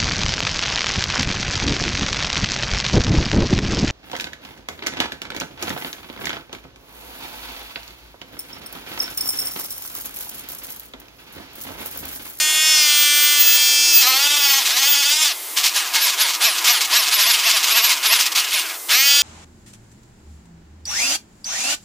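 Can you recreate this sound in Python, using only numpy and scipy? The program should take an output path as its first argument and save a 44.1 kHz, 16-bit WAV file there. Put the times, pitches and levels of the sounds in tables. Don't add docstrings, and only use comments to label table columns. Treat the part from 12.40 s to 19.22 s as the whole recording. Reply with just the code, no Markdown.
import sys
import numpy as np
from scipy import signal
from scipy.fft import rfft, irfft
from scipy.io import wavfile
from scipy.ndimage import uniform_filter1d

SR = 44100
rng = np.random.default_rng(int(sys.argv[2]) if len(sys.argv) > 2 else 0)


def materialize(psi):
    bounded = np.clip(np.atleast_2d(psi).T, -1, 1)
    quanta = np.round(bounded * 32767).astype(np.int16)
    wavfile.write(sys.argv[1], SR, quanta)


N = 300762
TIME = np.arange(N) / SR
FULL_SPEED_HZ, TRIGGER_S = 290, .012


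def undb(db):
    return 10 ** (np.asarray(db) / 20)


def curves(table):
    s, *columns = np.transpose(table)
    return [np.interp(TIME, s, c) for c in columns]


def held(table, settle_s=.02):
    s, *columns = np.transpose(table)
    row = np.maximum(np.searchsorted(s, TIME, side="right") - 1, 0)
    return [uniform_filter1d(c[row], int(settle_s * SR)) for c in columns]


def ramp(centre_s, length_s):
    return np.clip((TIME - centre_s) / length_s + .5, 0, 1)


def walk(rate_hz):
    knots = rng.standard_normal(16384)
    return 1.37 * np.interp(TIME * rate_hz, np.arange(len(knots)), knots)


def colour(x, spectrum):
    hz, db = np.transpose(spectrum)
    bins_hz = np.maximum(np.arange(N // 2 + 1) * SR / N, 1)
    shaped = irfft(rfft(x) * undb(np.interp(np.log(bins_hz), np.log(hz), db)), N)
    return shaped / np.sqrt(np.mean(shaped ** 2))


def band(x, hz, width_hz):
    return signal.lfilter(*signal.iirpeak(hz, hz / width_hz, SR), x)


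# (time [s], shaft speed before grabs and judder [Hz])
PASS_SKIM = [(0.0, 306.5), (0.294, 313.2), (0.502, 296.1), (0.672, 292.9), (0.882, 294.1), (1.102, 289.4),
             (1.242, 294.7), (1.362, 292.3), (1.484, 295.5), (1.538, 289.5), (1.61, 288.7)]
PASS_FIRST_PRESS = [(1.61, 290.6), (1.645, 243.8), (1.69, 261), (1.74, 261.2), (1.84, 287.5), (1.93, 292.8),
                    (2.0, 289.8), (2.061, 281.6), (2.19, 271.6)]
PASS_SECOND_PRESS = [(2.27, 164.5), (2.33, 227), (2.39, 269.8), (2.44, 277.4), (2.49, 290.3),
                     (2.641, 282.2), (2.71, 294.4), (2.75, 305.6), (2.83, 314.2), (2.88, 285.4)]
PASS_RUN_UP = [(6.48, 48.17), (6.51, 198.8), (6.545, 239), (6.59, 266.3), (6.66, 280.8), (6.82, 287.7)]
# (start [s], length [s], level offset [dB])
TRIGGER_SQUEEZES = [(3.333, 0.033, -1), (3.54, 0.025, 2.5), (3.59, 0.045, -2.5), (3.774, 0.041, 1.5),
                    (3.999, 0.063, 2), (4.243, 0.07, 1.5), (4.501, 0.074, 1.5), (4.707, 0.044, -1.5),
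                    (4.786, 0.031, 0), (4.856, 0.039, -2.5), (5.026, 0.047, 0.5), (5.117, 0.024, -1),
                    (5.278, 0.048, -1), (5.347, 0.032, 0), (5.408, 0.041, -3), (5.622, 0.046, 1),
                    (5.701, 0.033, 1.5), (5.951, 0.032, 0), (6.1, 0.04, -3.5)]


def motor_drive(drag_per_s, spin_up_hz_per_s=12500, loaded_top_hz=281, step=32):
    passes = (PASS_SKIM, PASS_FIRST_PRESS, PASS_SECOND_PRESS, PASS_RUN_UP)
    passes_hz = np.max([np.interp(TIME, *np.transpose(p), left=0, right=0) for p in passes], axis=0)
    squeezed = sum(ramp(s, TRIGGER_S) - ramp(s + length_s, TRIGGER_S)
                   for s, length_s, _ in TRIGGER_SQUEEZES)
    hz, speed_hz = 0., []
    for pass_hz, on, drag in zip(passes_hz[::step], squeezed[::step], drag_per_s[::step]):
        pull = spin_up_hz_per_s * max(1 - hz / loaded_top_hz, 0) ** 1.5
        hz = pass_hz or hz + (on * pull - (1 - on) * drag * hz) * step / SR
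        speed_hz.append(hz)
    powered = uniform_filter1d(np.maximum(squeezed, passes_hz > 0), int(TRIGGER_S * SR))
    return np.interp(TIME, TIME[::step], np.maximum(speed_hz, 1)), powered


def effort_db(speed_hz, powered, db_per_octave=11, coasting_db=-1.5, fade_s=.037):
    lean_db = sum(db * (ramp(s, TRIGGER_S) - ramp(s + length_s + fade_s / 2, fade_s))
                  for s, length_s, db in TRIGGER_SQUEEZES)
    return db_per_octave * np.log2(speed_hz / FULL_SPEED_HZ) + coasting_db * (1 - powered) + lean_db


# (order [x shaft speed], relative level [dB])
WHINE_SIDE_ON = [(1, -30), (2, -27.5), (3, -22), (4, -6), (5, 0), (6, 2), (7, 2.5), (8, 1), (9, -3),
                 (10, 3), (11, 4.5), (12, -0.5), (13, -17), (14, 0), (15, -8), (16, -11), (17, -9.5),
                 (18, -25), (19, -8.5), (20, -6), (21, -7), (22, -11), (23, -9.5), (24, -21), (25, -7),
                 (26, -22), (27, -16), (28, -14), (29, 2), (30, -17), (31, -27), (32, -6), (33, -30),
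                 (34, -7), (35, -28), (36, -15)]
WHINE_END_ON = [(1, -47), (2, -23.5), (3, -9.5), (4, -33), (5, -22), (6, -4), (7, -16), (8, -1.5), (9, 5),
                (10, -12.5), (11, 1.5), (12, -7.5), (13, -24), (14, -4.5), (15, -8.5), (16, -9), (17, -10),
                (18, -18), (19, -12.5), (20, -11.5), (21, -18), (22, -4), (23, -2.5), (24, -19), (25, -3),
                (26, -41), (27, -6), (28, -29), (29, -17), (30, -30), (31, -3.5), (32, -17), (33, -17),
                (34, -18), (35, -18), (36, -9.5)]
WHINE_LOADED = [(1, -28), (2, -17.5), (3, -10), (4, -11.5), (5, -8), (6, -8), (7, -3), (8, -2), (9, -1.5),
                (10, -1), (11, -0.5), (12, 2), (13, -1.5), (14, -6), (15, -0.5), (16, 4), (17, 4), (18, -1),
                (19, 3), (20, 1.5), (21, 0), (22, 0.5), (23, 8), (24, 8), (25, -6), (26, 6.5), (27, 5),
                (28, -11), (29, 7), (30, 2), (31, 9), (32, -5), (33, -12), (34, 5), (35, 12), (36, -36)]
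# (time [s], centre [Hz], gain [dB])
AIR_GAP = [(0, 3400, -5), (.2, 5370, 2), (.35, 5530, 13.5), (.48, 5110, 7), (1.1, 4970, 6),
           (1.55, 5204, 13), (1.65, 3278, -1), (1.9, 3250, 4.5), (2.8, 3393, 5.5), (3.0, 3336, 1.5),
           (6.2, 2803, 7), (6.5, 2399, 3), (6.6, 2120, 3.5), (6.7, 3398, 6), (6.82, 3560, 4)]


def whine(turns, speed_hz, load, facing, judder_rad, drift_db=1.7, shake_db=5.5, gap_width_hz=450):
    angle = 2 * np.pi * (turns + .005 * (.08 + load ** 2) * walk(130))
    spectra_db = np.array([WHINE_SIDE_ON, WHINE_END_ON, WHINE_LOADED])[:, :, 1]
    spectra_db = spectra_db - spectra_db.max(axis=1, keepdims=True)
    coarse = slice(None, None, 64)
    strain = np.clip(2.27 * load[coarse], 0, 1)
    gap_hz, gap_db = (c[coarse] for c in curves(AIR_GAP))
    out, power = 0, 0
    for order in range(1, 51):
        side_db, end_db, loaded_db = spectra_db[:, order - 1] if order <= 36 else (-19, -24, -7)
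        free_db = side_db + (end_db - side_db) * facing[coarse]
        loaded_db = loaded_db - 1.2 * np.clip(order - 20, 0, 15)
        ring_db = gap_db / (1 + ((order * speed_hz[coarse] - gap_hz) / gap_width_hz) ** 2)
        drift = np.interp(TIME[coarse] * 4, np.arange(64), rng.standard_normal(64))
        shake = load[coarse] ** 2 * np.sin(judder_rad[coarse] + 1.73 * rng.standard_normal())
        gain = undb(free_db + (loaded_db - free_db) * strain + ring_db + drift_db * drift
                    + shake_db * shake)
        out += np.repeat(gain, coarse.step)[:N] * np.cos(order * angle + 1.42 * rng.standard_normal())
        power += gain ** 2 / 2
    return out / np.interp(TIME, TIME[coarse], np.sqrt(power))


def bearing(turns, load, passes_per_turn=4.81, partials_db=(-19, -19, -25)):
    angle = 2 * np.pi * passes_per_turn * turns + .15 * walk(25)
    return (1 - .95 * load) * sum(undb(db) * np.sin(k * angle) for k, db in enumerate(partials_db, 1))


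# (frequency [Hz], relative density [dB])
SCRUB_SPECTRUM = [(40, -54), (100, -41), (300, -32), (600, -27), (950, -11), (1600, -14), (2400, -3.5),
                  (4500, -3.5), (6700, -6), (8000, -10.5), (10000, -14.5), (15400, -13)]


def scrub(turns, grit_db=1.5, chatter=.12):
    slips = rng.standard_normal(N) * undb(grit_db * walk(1500))
    return colour(slips * (1 + chatter * np.cos(2 * np.pi * turns)), SCRUB_SPECTRUM)


# (frequency [Hz], relative density [dB])
AIR_SPECTRUM = [(30, -32), (150, -12), (300, -6.5), (600, -2.5), (900, 2), (1600, 1), (2500, 8), (4000, 2),
                (6000, 5), (8000, 7.5), (11000, 5), (15400, 1.5)]


def fan(turns, speed_hz, load, powered, whistle_db, blades=53):
    pace = speed_hz / FULL_SPEED_HZ
    angle = 2 * np.pi * turns
    rough = load ** 4 * (1 - .6 * powered)
    blade_angle = blades * angle + (.1 + load ** 2) * walk(350)
    blade_tone = (1 - .5 * rough) * np.sin(blade_angle)
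    side_tones = undb(-8 + 1.9 * walk(15)) * np.sin(blade_angle - 2 * angle)
    side_tones += .1 * np.sin(blade_angle - angle)
    rasp = .8 * rough * (walk(1500) * np.sin(blade_angle) + walk(1500) * np.cos(blade_angle))
    whistle = undb(whistle_db + 3 * powered + 2.5 * walk(40)) * (blade_tone + side_tones + rasp)
    air = colour(rng.standard_normal(N) * (1 + .2 * np.cos(angle)), AIR_SPECTRUM)
    air *= undb(-26 - 10.9 * load + 1.3 * walk(31))
    return whistle * pace ** 5 + air * pace ** 4


# (frequency [Hz], relative density [dB])
DRAUGHT_SPECTRUM = [(25, 0.5), (100, 1), (160, -8), (400, -24), (2000, -70)]


def draught(speed_hz, load, powered, base_db, kick_db=9):
    rumble = colour(rng.standard_normal(N), DRAUGHT_SPECTRUM)
    gust_db = base_db + kick_db * load * (powered - .5) + 4 * walk(35)
    return rumble * undb(gust_db) * (speed_hz / FULL_SPEED_HZ) ** 5


def reflections(x, dish_db=-11, dish_t60_s=.016, hall_db=-19, hall_t60_s=.22):
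    t = TIME[:SR // 2]
    dish = rng.standard_normal(len(t)) * undb(-60 * t / dish_t60_s) * (t > .002)
    hall = band(rng.standard_normal(len(t)), 870, 4600) * undb(-60 * t / hall_t60_s) * (t > .012)
    response = undb(dish_db) * dish / np.linalg.norm(dish) + undb(hall_db) * hall / np.linalg.norm(hall)
    return x + signal.fftconvolve(x, response)[:N]


# (frequency [Hz], relative density [dB])
WASH_SPECTRUM = [(100, -65), (200, -23.5), (320, -3), (600, -5.5), (1050, -1.5), (1500, -8.5), (3000, -8.5),
                 (8000, -1.5), (15400, -0.5)]
# (time [s], level [dB])
MACHINE_HUM = [(0, -59), (.6, -54.5), (.8, -48), (1.1, -58), (1.4, -47), (2.0, -55), (2.9, -62.5),
               (6.82, -58.5)]


def workshop(wash_db=-29.5, hum_hz=331, whirr_hz=2078, whirr_db=-50):
    hum_db, = curves(MACHINE_HUM)
    wash = colour(rng.standard_normal(N), WASH_SPECTRUM) * undb(wash_db + walk(4.1))
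    tones = sum(undb(db + 2.2 * walk(14)) * np.sin(2 * np.pi * hz * TIME + walk(20))
                for hz, db in ((hum_hz, hum_db), (whirr_hz, whirr_db)))
    return wash + np.sqrt(2) * tones


# (start [s], relative peak [dB], length [s])
BUFF_GRABS = [(1.605, -12, 0.061), (1.716, -13, 0.036), (2.0, -14, 0.031), (2.125, -13, 0.034),
              (2.245, -8, 0.079), (2.36, -7, 0.047), (2.42, -9, 0.039), (2.543, -11, 0.037),
              (2.62, -11, 0.038), (2.691, -12, 0.028), (2.837, -10, 0.042), (3.1603, -6.5, 0.063),
              (3.226, -6, 0.1), (3.528, -9, 0.091), (3.648, -9.5, 0.083), (3.93, -12.5, 0.052),
              (4.141, -21, .04), (4.17, -13, 0.054), (4.239, -9, 0.034), (4.402, -8, .044),
              (4.44, -13, 0.038), (4.672, -11.5, .04), (4.786, -7, 0.042), (4.93, -7, .05),
              (4.985, -12.5, .04), (5.09, -6, 0.055), (5.226, -7.5, 0.049), (5.265, -11, .04),
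              (5.481, -6.5, 0.087), (5.784, -4.5, 0.072), (5.852, -9, .045), (5.917, -10, .024),
              (5.9485, -5.5, 0.047), (5.989, -9, .036), (6.036, -14, 0.035), (6.125, -10, 0.0595),
              (6.19, -17, 0.077), (6.484, -12, .05)]


def grabs(gain_db=-8):
    envelope = np.zeros(N)
    for start_s, peak_db, length_s in BUFF_GRABS:
        progress = np.clip((TIME - start_s) / length_s, 0, 1)
        envelope += undb(peak_db + gain_db) * np.sin(np.pi * progress ** .57) ** 2
    return envelope


def judder(speed_hz, load, turns_per_bounce=17.8):
    angle = 2 * np.pi * np.cumsum(speed_hz) / SR / turns_per_bounce + .46 * walk(6)
    return angle, load * (np.sin(angle) + .16 * np.sin(2 * angle))


def buff_pressure(turns, load, gear_ratio=7.5):
    return undb(.86 * load * np.sin(2 * np.pi * turns / gear_ratio) + 1.11 * load * walk(70))


# (start [s],
# base level [dB], # scrub re whine [dB], load [0-1], coasting drag [1/s], base draught [dB])
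BUFF_CONTACT = [(0, -16, -17.5, 0.16, 1, -70), (1.615, -13, -10, 0.76, 6.5, -72.5),
                (2.195, -14, 0, .85, 6.5, -74), (2.335, -14, -11.5, 0.73, 6.5, -74),
                (2.93, -28.5, -8, .5, 0.88, -78), (3.165, -9, 6, 1, 2.97, -70),
                (3.36, -11, -1.5, 0.98, 4.63, -57), (6.37, -21, -4, 0.36, 4.84, -70),
                (6.485, -8.5, -2, 0.68, 4.77, -62), (6.56, -11, -15, 0.43, 1, -63)]
# (time [s], facing [0 side on, 1 end on], level offset [dB], dish boom [dB],
# vent brightness [dB], base fan whistle [dB])
TOOL_POSE = [(0, .47, -1, -2, 3.5, -24), (.12, 0.37, -3, -4, 3, -21), (.35, .35, 2, -1, 2, -21),
             (.66, 0.22, 1.6, -10, 2, -16), (.95, .15, 0.6, -13, 2.5, -17), (1.05, 0.62, 0, -14, 4, -13),
             (1.2, .77, -0.7, -7, 5.5, -17.5), (1.58, 0.98, -1.5, -3.5, 7.5, -19),
             (1.68, .95, 1.5, 4, -3.5, -17), (1.9, .6, -1, -1.5, -5.5, -32), (2.07, .85, -.5, 4.5, -3, -20),
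             (2.27, 1, -0.5, 1, 0, -26), (2.5, 0.91, -1, 1.5, -1, -21), (2.9, 1, -1, -1, -1.5, -37),
             (3.4, 1, -1.5, 1, 1.5, -11.5), (5.4, 0.99, 0.5, 2, 1, -12.5), (6.2, .95, -0.5, -4, -1, -10),
             (6.6, 0.6, 0, -5, -2, -19), (6.82, .7, -1, -6, -2, -27)]


def scene():
    contact_db, scrub_db, load, drag_per_s, draught_db = held(BUFF_CONTACT)
    facing, pose_db, boom_db, vent_db, whistle_db = curves(TOOL_POSE)
    speed_hz, powered = motor_drive(drag_per_s)
    grab = grabs()
    speed_hz *= 1 - .2 * grab
    judder_rad, bounce = judder(speed_hz, load)
    turns = np.cumsum(speed_hz * (1 - .005 * bounce)) / SR
    scrub_db += 12 * load ** 2 * np.clip((200 - speed_hz) / 100, -.1, .45)
    tool_gain = undb(contact_db + pose_db + effort_db(speed_hz, powered)) * buff_pressure(turns, load)
    whine_gain = tool_gain / np.sqrt(1 + undb(scrub_db) ** 2)
    motor = whine(turns, speed_hz, load, facing, judder_rad) + bearing(turns, load)
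    motor *= undb(-1.53) * whine_gain
    motor += 1.6 * load ** 2 * band(motor, 980, 400)
    motor += (undb(boom_db) - 1) * band(motor, 905, 400)
    cloth = scrub(turns)
    rub_gain = whine_gain * undb(scrub_db + 3 * bounce + 1.4 * load * walk(60))
    tool = motor + cloth * np.hypot(rub_gain, grab)
    tool += (undb(vent_db) - 1) * band(tool, 6500, 4440)
    tool += fan(turns, speed_hz, load, powered, whistle_db)
    tool += draught(speed_hz, load, powered, draught_db)
    dry = reflections(tool) + workshop()
    return np.array([dry, dry])


def record(dry, cutoff_hz=15450):
    lowpass = signal.ellip(14, .1, 80, cutoff_hz, fs=SR, output="sos")
    return signal.sosfilt(lowpass, np.tanh(.5 * dry) / .5)


dry = scene()
out = record(dry)
materialize(out)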